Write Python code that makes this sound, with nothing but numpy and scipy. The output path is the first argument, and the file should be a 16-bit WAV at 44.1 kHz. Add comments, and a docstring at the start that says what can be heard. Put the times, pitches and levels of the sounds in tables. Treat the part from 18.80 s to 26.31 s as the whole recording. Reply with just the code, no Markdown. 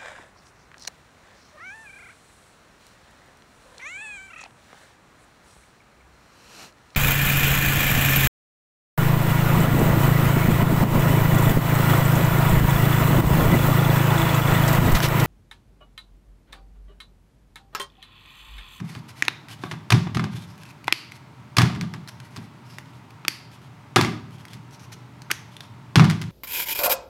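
"""Plastic paint bottles are picked from a crowded folding table in a small studio, over low ventilation hum.
Fan tones and shaped noise run throughout. First come light knocks and finger rubs (grainy skin noise), with nail
ticks (decaying resonant noise) among them; then a flip cap snaps close by (a crack coloured by lid and rim).
Harder knocks follow, each a noisy clack with ringing bottle-wall modes and a swelling boom of tabletop modes.
Snaps and bursts of knocks then alternate to the end, with small grip shifts, taps and slides around them."""
import sys
import numpy as np
from scipy import signal
from scipy.fft import rfft, irfft, next_fast_len
from scipy.io import wavfile
from scipy.ndimage import uniform_filter1d, minimum_filter1d, map_coordinates

SR = 44100
rng = np.random.default_rng(int(sys.argv[2]) if len(sys.argv) > 2 else 0)


def master_out(mix):
    """Clip the mix to full scale and print it as 16-bit PCM to the path in sys.argv[1]."""
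    frames = np.transpose(np.atleast_2d(mix))
    ceiling = np.clip(frames, -1, 1)
    pcm = np.round(ceiling * 32767).astype(np.int16)
    wavfile.write(sys.argv[1], SR, pcm)


N = 331191
T = np.arange(int(SR * .6)) / SR  # time axis of one short sound, s

# Modes of the hollow tabletop. Each row: nominal frequency in Hz, relative level in dB, t60 in seconds.
TABLE_MODES = [(94, -32, 0.18), (108.8, -3, 0.3), (118, 2, 0.17), (138.5, -26.5, 0.95), (159.4, 5, 0.16),
               (177.9, -3, 0.34), (207.6, -5, 0.25), (231.5, -7, 0.32), (270.6, -8.5, 0.17),
               (309.3, -10.5, 0.25), (361.4, -20, 0.26), (401, -14.5, 0.22)]
# Noise spectrum of skin and nails on plastic. Each row: frequency in Hz, relative level in dB.
SKIN_SPECTRUM = [(300, -8), (1000, 10), (2200, 9.5), (5000, 6.5), (8000, -1), (12000, -0.5), (16000, -23)]


def knocks():
    """Impact and rebound: each blow is followed by a softer, duller one as the bottle rocks onto its other edge."""
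    # Bottles knocking on the table. Each row: start in seconds, relative clack level in dB,
    # relative table boom level in dB, brightness in dB per octave, tabletop frequency the spot favours in Hz.
    blows = [(0.0, -41.5, -25.5, 0, 175), (0.15, -38.5, -32.5, -0.5, 270),
             (0.8369, -28.5, -33.5, -3.5, 169), (0.9126, -28.5, -31.5, -0.5, 168),
             (1.1036, -17, -19.5, 2, 128), (1.1208, -13.5, -10, 1, 119), (1.2697, -33, -40, -5, 160),
             (1.3472, -28.5, -16.5, 1.5, 178), (1.3696, -25, -32, -1, 174), (1.395, -26.5, -23, -1.5, 185),
             (1.4394, -29, -24, -0.5, 187), (1.53, -46, -30, 0, 127), (2.7676, -16, -14.5, 2.5, 130),
             (2.7844, -9, -19.5, 1, 130), (2.8173, -19, -13, 1.5, 128), (2.898, -31, -40, -3.5, 165),
             (2.9495, -36, -23, -0.5, 192), (3.0113, -28.5, -25, 1, 192), (3.1378, -34.5, -32.5, 0, 144),
             (3.5624, -35.5, -30.5, 2, 236), (5.1605, -8.5, -29, 1.5, 370), (5.1642, -9, -11.5, -5.5, 370),
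             (5.2108, -17, -21.5, 2.5, 108), (5.2454, -22.5, -19.5, -0.5, 337),
             (5.733, -42.5, -38, 4.5, 162), (7.1574, -8.5, -5, 1, 151), (7.1959, -11, -10.5, -2, 162),
             (7.2428, -20.5, -15.5, 0, 153), (7.2989, -22, -30.5, 2, 162), (7.415, -32, -37, 3.5, 160)]
    rebound_s, rebound_db, rebound_boom_db = 0.024, -11, -6  # delay; clack and boom against the first blow
    rebound_tilt = -4.4  # change of brightness, dB per octave
    swell_s = 0.012  # the tabletop takes a few cycles to get going

    out = np.zeros(N)
    swell = 1 - np.exp(-(T / swell_s) ** 2)
    modes = np.array([ring([mode], scatter_db=.5, detune=0.00092) for mode in TABLE_MODES])
    swelling_modes = modes * swell
    for s, db, boom_db, bright, spot_hz in blows:
        first = knock(db, boom_db, bright, spot_hz, swelling_modes)
        add(out, s, first)
        second = knock(db + rebound_db, boom_db + rebound_boom_db, bright + rebound_tilt,
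                       spot_hz, swelling_modes)
        add(out, s + rebound_s, second)
    return out


def knock(db, boom_db, bright, spot_hz, swelling_modes):
    """Modal excitation: a chattering contact force drives the shell, while bottle and tabletop modes ring."""
    # Clack spectrum. Each row: frequency in Hz, relative level in dB.
    clack_spectrum = [(45, -9), (150, 0), (370, 5.5), (490, -11.5), (750, 1.5), (1200, 2), (2200, -0.5),
                      (3000, -3), (5000, -8), (6500, -13), (8500, -19.5), (11000, -21.5), (15500, -35.5)]
    # Bottle-wall modes. Each row: nominal frequency in Hz, relative level in dB, t60 in seconds.
    wall_modes = [(773, -10.5, 0.11), (985, -4.5, 0.069), (1192, 6.5, 0.052), (1447, -3.5, 0.057),
                  (1627, -6, 0.14), (1860, -8, 0.039), (2117, 5, 0.014), (2570, -6, 0.018),
                  (3460, 2, 0.023)]
    chatter_t60_s, chatter_db_per_doubling = 0.022, 26  # rattle at db = 0; gentler knocks scuff for longer
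    wall_db, wall_per_tilt = -13.5, -0.89  # against db; a dull, flat landing rings more (dB per dB/octave)

    def shell_level(hz):
        return along(clack_spectrum, hz) + bright * np.log2(np.maximum(hz, 500) / 2000)

    shell = amp(db + 2.0) * pulse(shell_level)
    chatter_t60 = chatter_t60_s * 2 ** (-db / chatter_db_per_doubling)
    settling = fade(chatter_t60) + amp(-23.0) * fade(0.14)
    # the rim rattles as it settles
    chatter = settling * rng.standard_normal(len(T)) * amp(5.1 * wobble(475, len(T)))
    force = chatter * np.linalg.norm(settling) / np.linalg.norm(chatter)
    force[0] += 2.5  # the first contact
    clack = signal.fftconvolve(force, shell)[:len(T)]

    wall_gain = amp(db + wall_db + wall_per_tilt * bright)
    walls = wall_gain * ring(wall_modes, scatter_db=0.0, detune=0.024) * (1 - fade(0.004))

    mode_hz = np.transpose(TABLE_MODES)[0]
    favour = amp(6.0 * bump(mode_hz, spot_hz, octaves=0.36))
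    boom = amp(boom_db - 0.5) * unit(favour) @ swelling_modes

    contact = np.pad(shell, (0, len(T) - len(shell)))
    radiated = amp(-10) * boom + amp(-5.5) * walls + amp(15.5) * contact
    return clack + walls + boom + room(radiated, early=0.76)


def snaps():
    """Sudden release of strain: the cap's lip jumps its catch, a dry crack that rings lid and rim briefly."""
    # Flip caps catching and snapping. Each row: start in seconds, relative level in dB, lid resonance in Hz,
    # lid boost in dB, rim resonance in Hz, rim boost in dB, treble slope in dB per octave.
    catches = [(0.4234, -4.5, 2070, 16, 6600, 10.5, -2.5), (0.4821, -5, 2100, 7, 3800, 9.5, -4),
               (2.0807, -5, 970, 8, 2080, 10.5, -9), (2.1249, 5.5, 2580, 12.5, 4600, 9.5, 1),
               (4.4503, -18, 1130, 5.5, 2400, 1, -10), (4.482, 1.5, 2300, 10.5, 4740, 9.5, 2.5),
               (6.502, -22, 1410, 13, 2120, 8, -11), (6.506, -12.5, 1360, 15, 2180, 12, -5),
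               (6.513, -10, 2800, 14, 4770, 2, 3), (6.5153, -5.5, 1840, 13.5, 6180, 10, 2.5)]
    # Crack spectrum. Each row: frequency in Hz, relative level in dB.
    crack_spectrum = [(100, -19), (330, 6.5), (550, -7.5), (1100, 4.5), (2400, 3), (3100, 1.5), (5500, 0),
                      (7500, -6.5), (9500, -6), (11500, -4.5), (16000, -24)]
    room_db = -16  # the room's answer against the crack

    out = np.zeros(N)
    for s, db, lid_hz, lid_db, rim_hz, rim_db, treble in catches:
        def crack(hz):
            return along(crack_spectrum, hz) + treble * np.log2(np.maximum(hz, 2500) / 2500)

        def lid(hz):
            return lid_db * bump(hz, lid_hz, octaves=0.51)

        def rim(hz):
            return rim_db * bump(hz, rim_hz, octaves=0.16)

        def dull(hz):
            return -3 * np.log2(np.maximum(hz, 5000) / 5000)

        # the lip scrapes over the catch
        force = 0.067 * rng.standard_normal(len(T)) * np.exp(-(T / 0.0027) ** 4)
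        force[0] += .66  # and lets go
        direct_pulse = pulse(lambda hz: crack(hz) + lid(hz) + rim(hz))
        near = signal.fftconvolve(force, direct_pulse)[:len(T)]
        # averaged over directions, the colour is milder
        around = pulse(lambda hz: crack(hz) + 0.7 * lid(hz) + rim(hz) + dull(hz))
        add(out, s, amp(db + 15.0) * (near + amp(room_db) * room(around, early=0.52)))
    return out


def fingers():
    """Friction and light impact: taps and slides, with small random shifts of the grip between them."""
    # Fingernails tapping a bottle. Each row: start in seconds, relative level in dB, pitch in Hz.
    taps = [(0.4514, -22, 1980), (0.5287, -39, 2020), (0.685, -29.5, 2030), (1.834, -30.5, 1850),
            (2.0428, -30.5, 2230), (2.0721, -29, 2260), (2.32, -27, 2200), (3.276, -31, 4140),
            (3.4017, -30.5, 1700), (3.9848, -25, 1980), (4.3058, -36.5, 2400), (5.6527, -27.5, 2170),
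            (6.419, -27.5, 1630), (6.767, -29.5, 3390), (6.8063, -25, 3420)]
    # A bottle sliding through the fingers. Each row: start in seconds, length in seconds,
    # relative level in dB, squeak in Hz.
    slides = [(0.039, 0.12, -47.5, 2100), (0.103, 0.098, -46.5, 4420), (0.279, 0.04, -43.5, 2180),
              (0.351, 0.079, -47, 2000), (0.688, 0.065, -43.5, 3040), (0.783, 0.19, -51, 3720),
              (1.506, 0.16, -47.5, 3430), (1.668, 0.097, -51.5, 5400), (3.281, 0.018, -41.5, 5170),
              (3.847, 0.17, -54, 5160), (6.118, 0.03, -46.5, 6060)]
    # The grip shifts while a bottle is held. Each row: start in seconds, end in seconds,
    # mean relative level of its small rubs in dB, squeak in Hz.
    holds = [(1.77, 1.93, -52, 2560), (2.325, 2.39, -52.5, 2200), (3.435, 3.62, -57, 1960),
             (4.062, 4.18, -59.5, 3200), (4.709, 4.87, -54, 3320), (5.517, 5.76, -55.5, 3240),
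             (5.912, 6.07, -52.5, 5900), (6.726, 6.85, -54.5, 3400)]
    shifts_per_s, shift_s = 12, 0.065  # mean rate and length of the small rubs
    shift_tick_db = 14  # mean level setting of the tick that starts each, against the hold's level

    out = np.zeros(N)
    for s, db, pitch_hz in taps:
        add(out, s, amp(db) * tick(pitch_hz))
    for s, length, db, squeak_hz in slides:
        add(out, s, amp(db) * rub(length, squeak_hz))
    for start, end, db, squeak_hz in holds:
        for s in np.arange(start, end, 1 / shifts_per_s):
            late, rub_db, tick_db = rng.normal(size=3) * [0.01, 1.5, 3]
            small_rub = amp(db + rub_db) * rub(shift_s, squeak_hz)
            small_tick = amp(db + shift_tick_db + tick_db) * tick(squeak_hz)
            add(out, s + late, small_rub + small_tick)
    reflected = signal.fftconvolve(out, room([1], early=0.69))[:N]
    return out + amp(-9) * reflected


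def tick(pitch_hz):
    """Damped resonance: a fingernail meets the plastic, giving quickly fading noise around one pitch."""
    def level(hz):
        return along(SKIN_SPECTRUM, hz) + 12 * bump(hz, pitch_hz, octaves=0.13)

    return amp(-5) * fade(0.015) * noise(level, len(T))


def rub(length, squeak_hz):
    """Stick-slip friction: a stroke of skin on plastic is noise with a grainy, irregular envelope."""
    def level(hz):
        return along(SKIN_SPECTRUM, hz) + 6.8 * bump(hz, squeak_hz, octaves=0.16)

    stroke = np.sqrt(np.abs(np.sin(np.pi * np.minimum(T / length, 1))))
    grip = unit(amp(3.4 * wobble(51.0, len(T)) + 1.7 * wobble(501, len(T))))  # skin sticks and slips
    return stroke * grip * noise(level, len(T))


def ventilation():
    """Broadband flow noise and tonal fan noise: steady air with a low rumble and a few wavering tones."""
    # Air noise spectrum. Each row: frequency in Hz, relative level in dB.
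    air_spectrum = [(18, -89), (30, -45.5), (124, -1.5), (210, -13.5), (303, -16), (336, -20), (449, -23),
                    (540, -28), (584, -28.5), (913, -19.5), (1350, -25), (1810, -30), (2010, -28),
                    (2750, -32.5), (16000, -55)]
    # Fan tones. Each row: mean frequency in Hz, mean level in dB.
    fan_tones = [(120, -51), (596, -65), (932, -62), (1320, -68)]

    def air_level(hz):
        peak = 3 * bump(hz, 730, octaves=0.014)
        dip = 4 * bump(hz, 504, octaves=0.071)
        return along(air_spectrum, hz) + peak - dip

    out = amp(-46) * noise(air_level, N)
    t = np.arange(N) / SR
    for hz, db in fan_tones:
        level = amp(db + 1.8 * wobble(9.7, N))
        out += level * np.sin(2 * np.pi * hz * t + 1.16 * wobble(13, N))
    return out


def room(x, early, early_t60=0.06):
    """Reverberation: dense echoes from nearby things, then a tail whose decay depends on frequency."""
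    # Decay of the room. Each row: frequency in Hz, t60 in seconds.
    decay = [(100, 1), (300, 0.65), (1000, 0.45), (4500, 0.48), (9000, 0.35), (15000, 0.35)]
    hz, t, z = signal.stft(rng.standard_normal(len(T)), SR, nperseg=256)
    faded = z * fade(along(decay, hz)[:, None], t)
    tail = signal.istft(faded, SR, nperseg=256)[1][:len(T)]
    tail = tail * (1 + early * fade(early_t60)) * (1 - fade(0.0033))
    return signal.fftconvolve(x, tail / np.linalg.norm(tail))[:len(T)]


def ring(modes, scatter_db, detune):
    """Modal superposition: damped modes struck together, their strength and pitch slightly uncertain."""
    total = 0
    for hz, db, t60 in modes:
        strength = amp(db + scatter_db * rng.normal())
        pitch = hz * (1 + detune * rng.normal())
        total = total + strength * fade(t60) * np.sin(2 * np.pi * pitch * T)
    return total


def pulse(level_db, size=2048):
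    """Minimum phase: folding the cepstrum gives the most compact causal pulse of a spectrum, at energy 1."""
    cepstrum = irfft(np.log(amp(level_db(np.fft.rfftfreq(size, 1 / SR)))))
    h = irfft(np.exp(rfft(2 * cepstrum[:size // 2], size)))
    return h / np.linalg.norm(h)


def noise(level_db, size):
    """Spectral shaping: random noise of rms 1 whose level in dB is a function of frequency."""
    return unit(filtered(rng.standard_normal(size), lambda hz: amp(level_db(hz))))


def filtered(x, response):
    """Linear filtering: the spectrum of x times a response of frequency."""
    m = next_fast_len(len(x) + 8192)
    return irfft(rfft(x, m) * response(np.fft.rfftfreq(m, 1 / SR)), m)[:len(x)]


def wobble(rate, size):
    """Random modulation: a smooth curve through random knots, rate knots a second."""
    knots = rng.standard_normal(int(size * rate / SR) + 4)
    return map_coordinates(knots, [np.arange(size) * rate / SR])


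def fade(t60, t=T):
    """Exponential decay, 60 dB down after t60 seconds."""
    return amp(-60 * t / t60)


def bump(hz, centre, octaves):
    """Resonance shape: a bell on the log-frequency axis."""
    return np.exp(-(np.log2((hz + 1) / centre) / octaves) ** 2)


def along(points, hz):
    """Logarithmic frequency scale: (Hz, value) points interpolated on a log axis."""
    f, v = np.transpose(points)
    return np.interp(np.log(hz + 1), np.log(f), v)


def amp(db):
    """Decibel scale: level to amplitude gain."""
    return 10 ** (np.asarray(db) / 20)


def unit(x):
    """Root mean square normalisation: scale to rms 1."""
    return x / np.sqrt(np.mean(x ** 2) + 1e-20)


def add(track, s, sound):
    """Superposition: mix a sound into the track at time s in seconds."""
    start = max(round(s * SR), 0)
    track[start:start + len(sound)] += sound[:N - start]


def scene():
    """Superposition of all sources at one microphone."""
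    return (knocks() + snaps() + fingers() + ventilation())[None]


def limited(x, ceiling, release_s):
    """Peak limiting: peaks pull the gain down at once, and it then creeps back."""
    over = np.log(np.maximum(np.abs(x) / ceiling, 1))
    recovery = np.arange(N) / SR / release_s
    held = np.maximum.accumulate(over * np.exp(recovery)) * np.exp(-recovery)
    return x * uniform_filter1d(minimum_filter1d(np.exp(-held), size=41), size=41)


def record(dry):
    """Band limiting and saturation: the microphone sheds deep bass, limits and rounds peaks, and cuts the top."""
    top_hz = 16300  # centre of a 700 Hz wide slope
    x = signal.sosfilt(signal.butter(4, 64, 'high', fs=SR, output='sos'), dry[0])
    x = limited(x, ceiling=1.4, release_s=0.12)
    x = x / (1 + np.abs(x / .95) ** 6) ** (1 / 6)  # rounds off the highest peaks
    return filtered(x, lambda hz: np.clip((top_hz - hz) / 700 + .5, 0, 1))[None]


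dry = scene()
out = record(dry)
master_out(out)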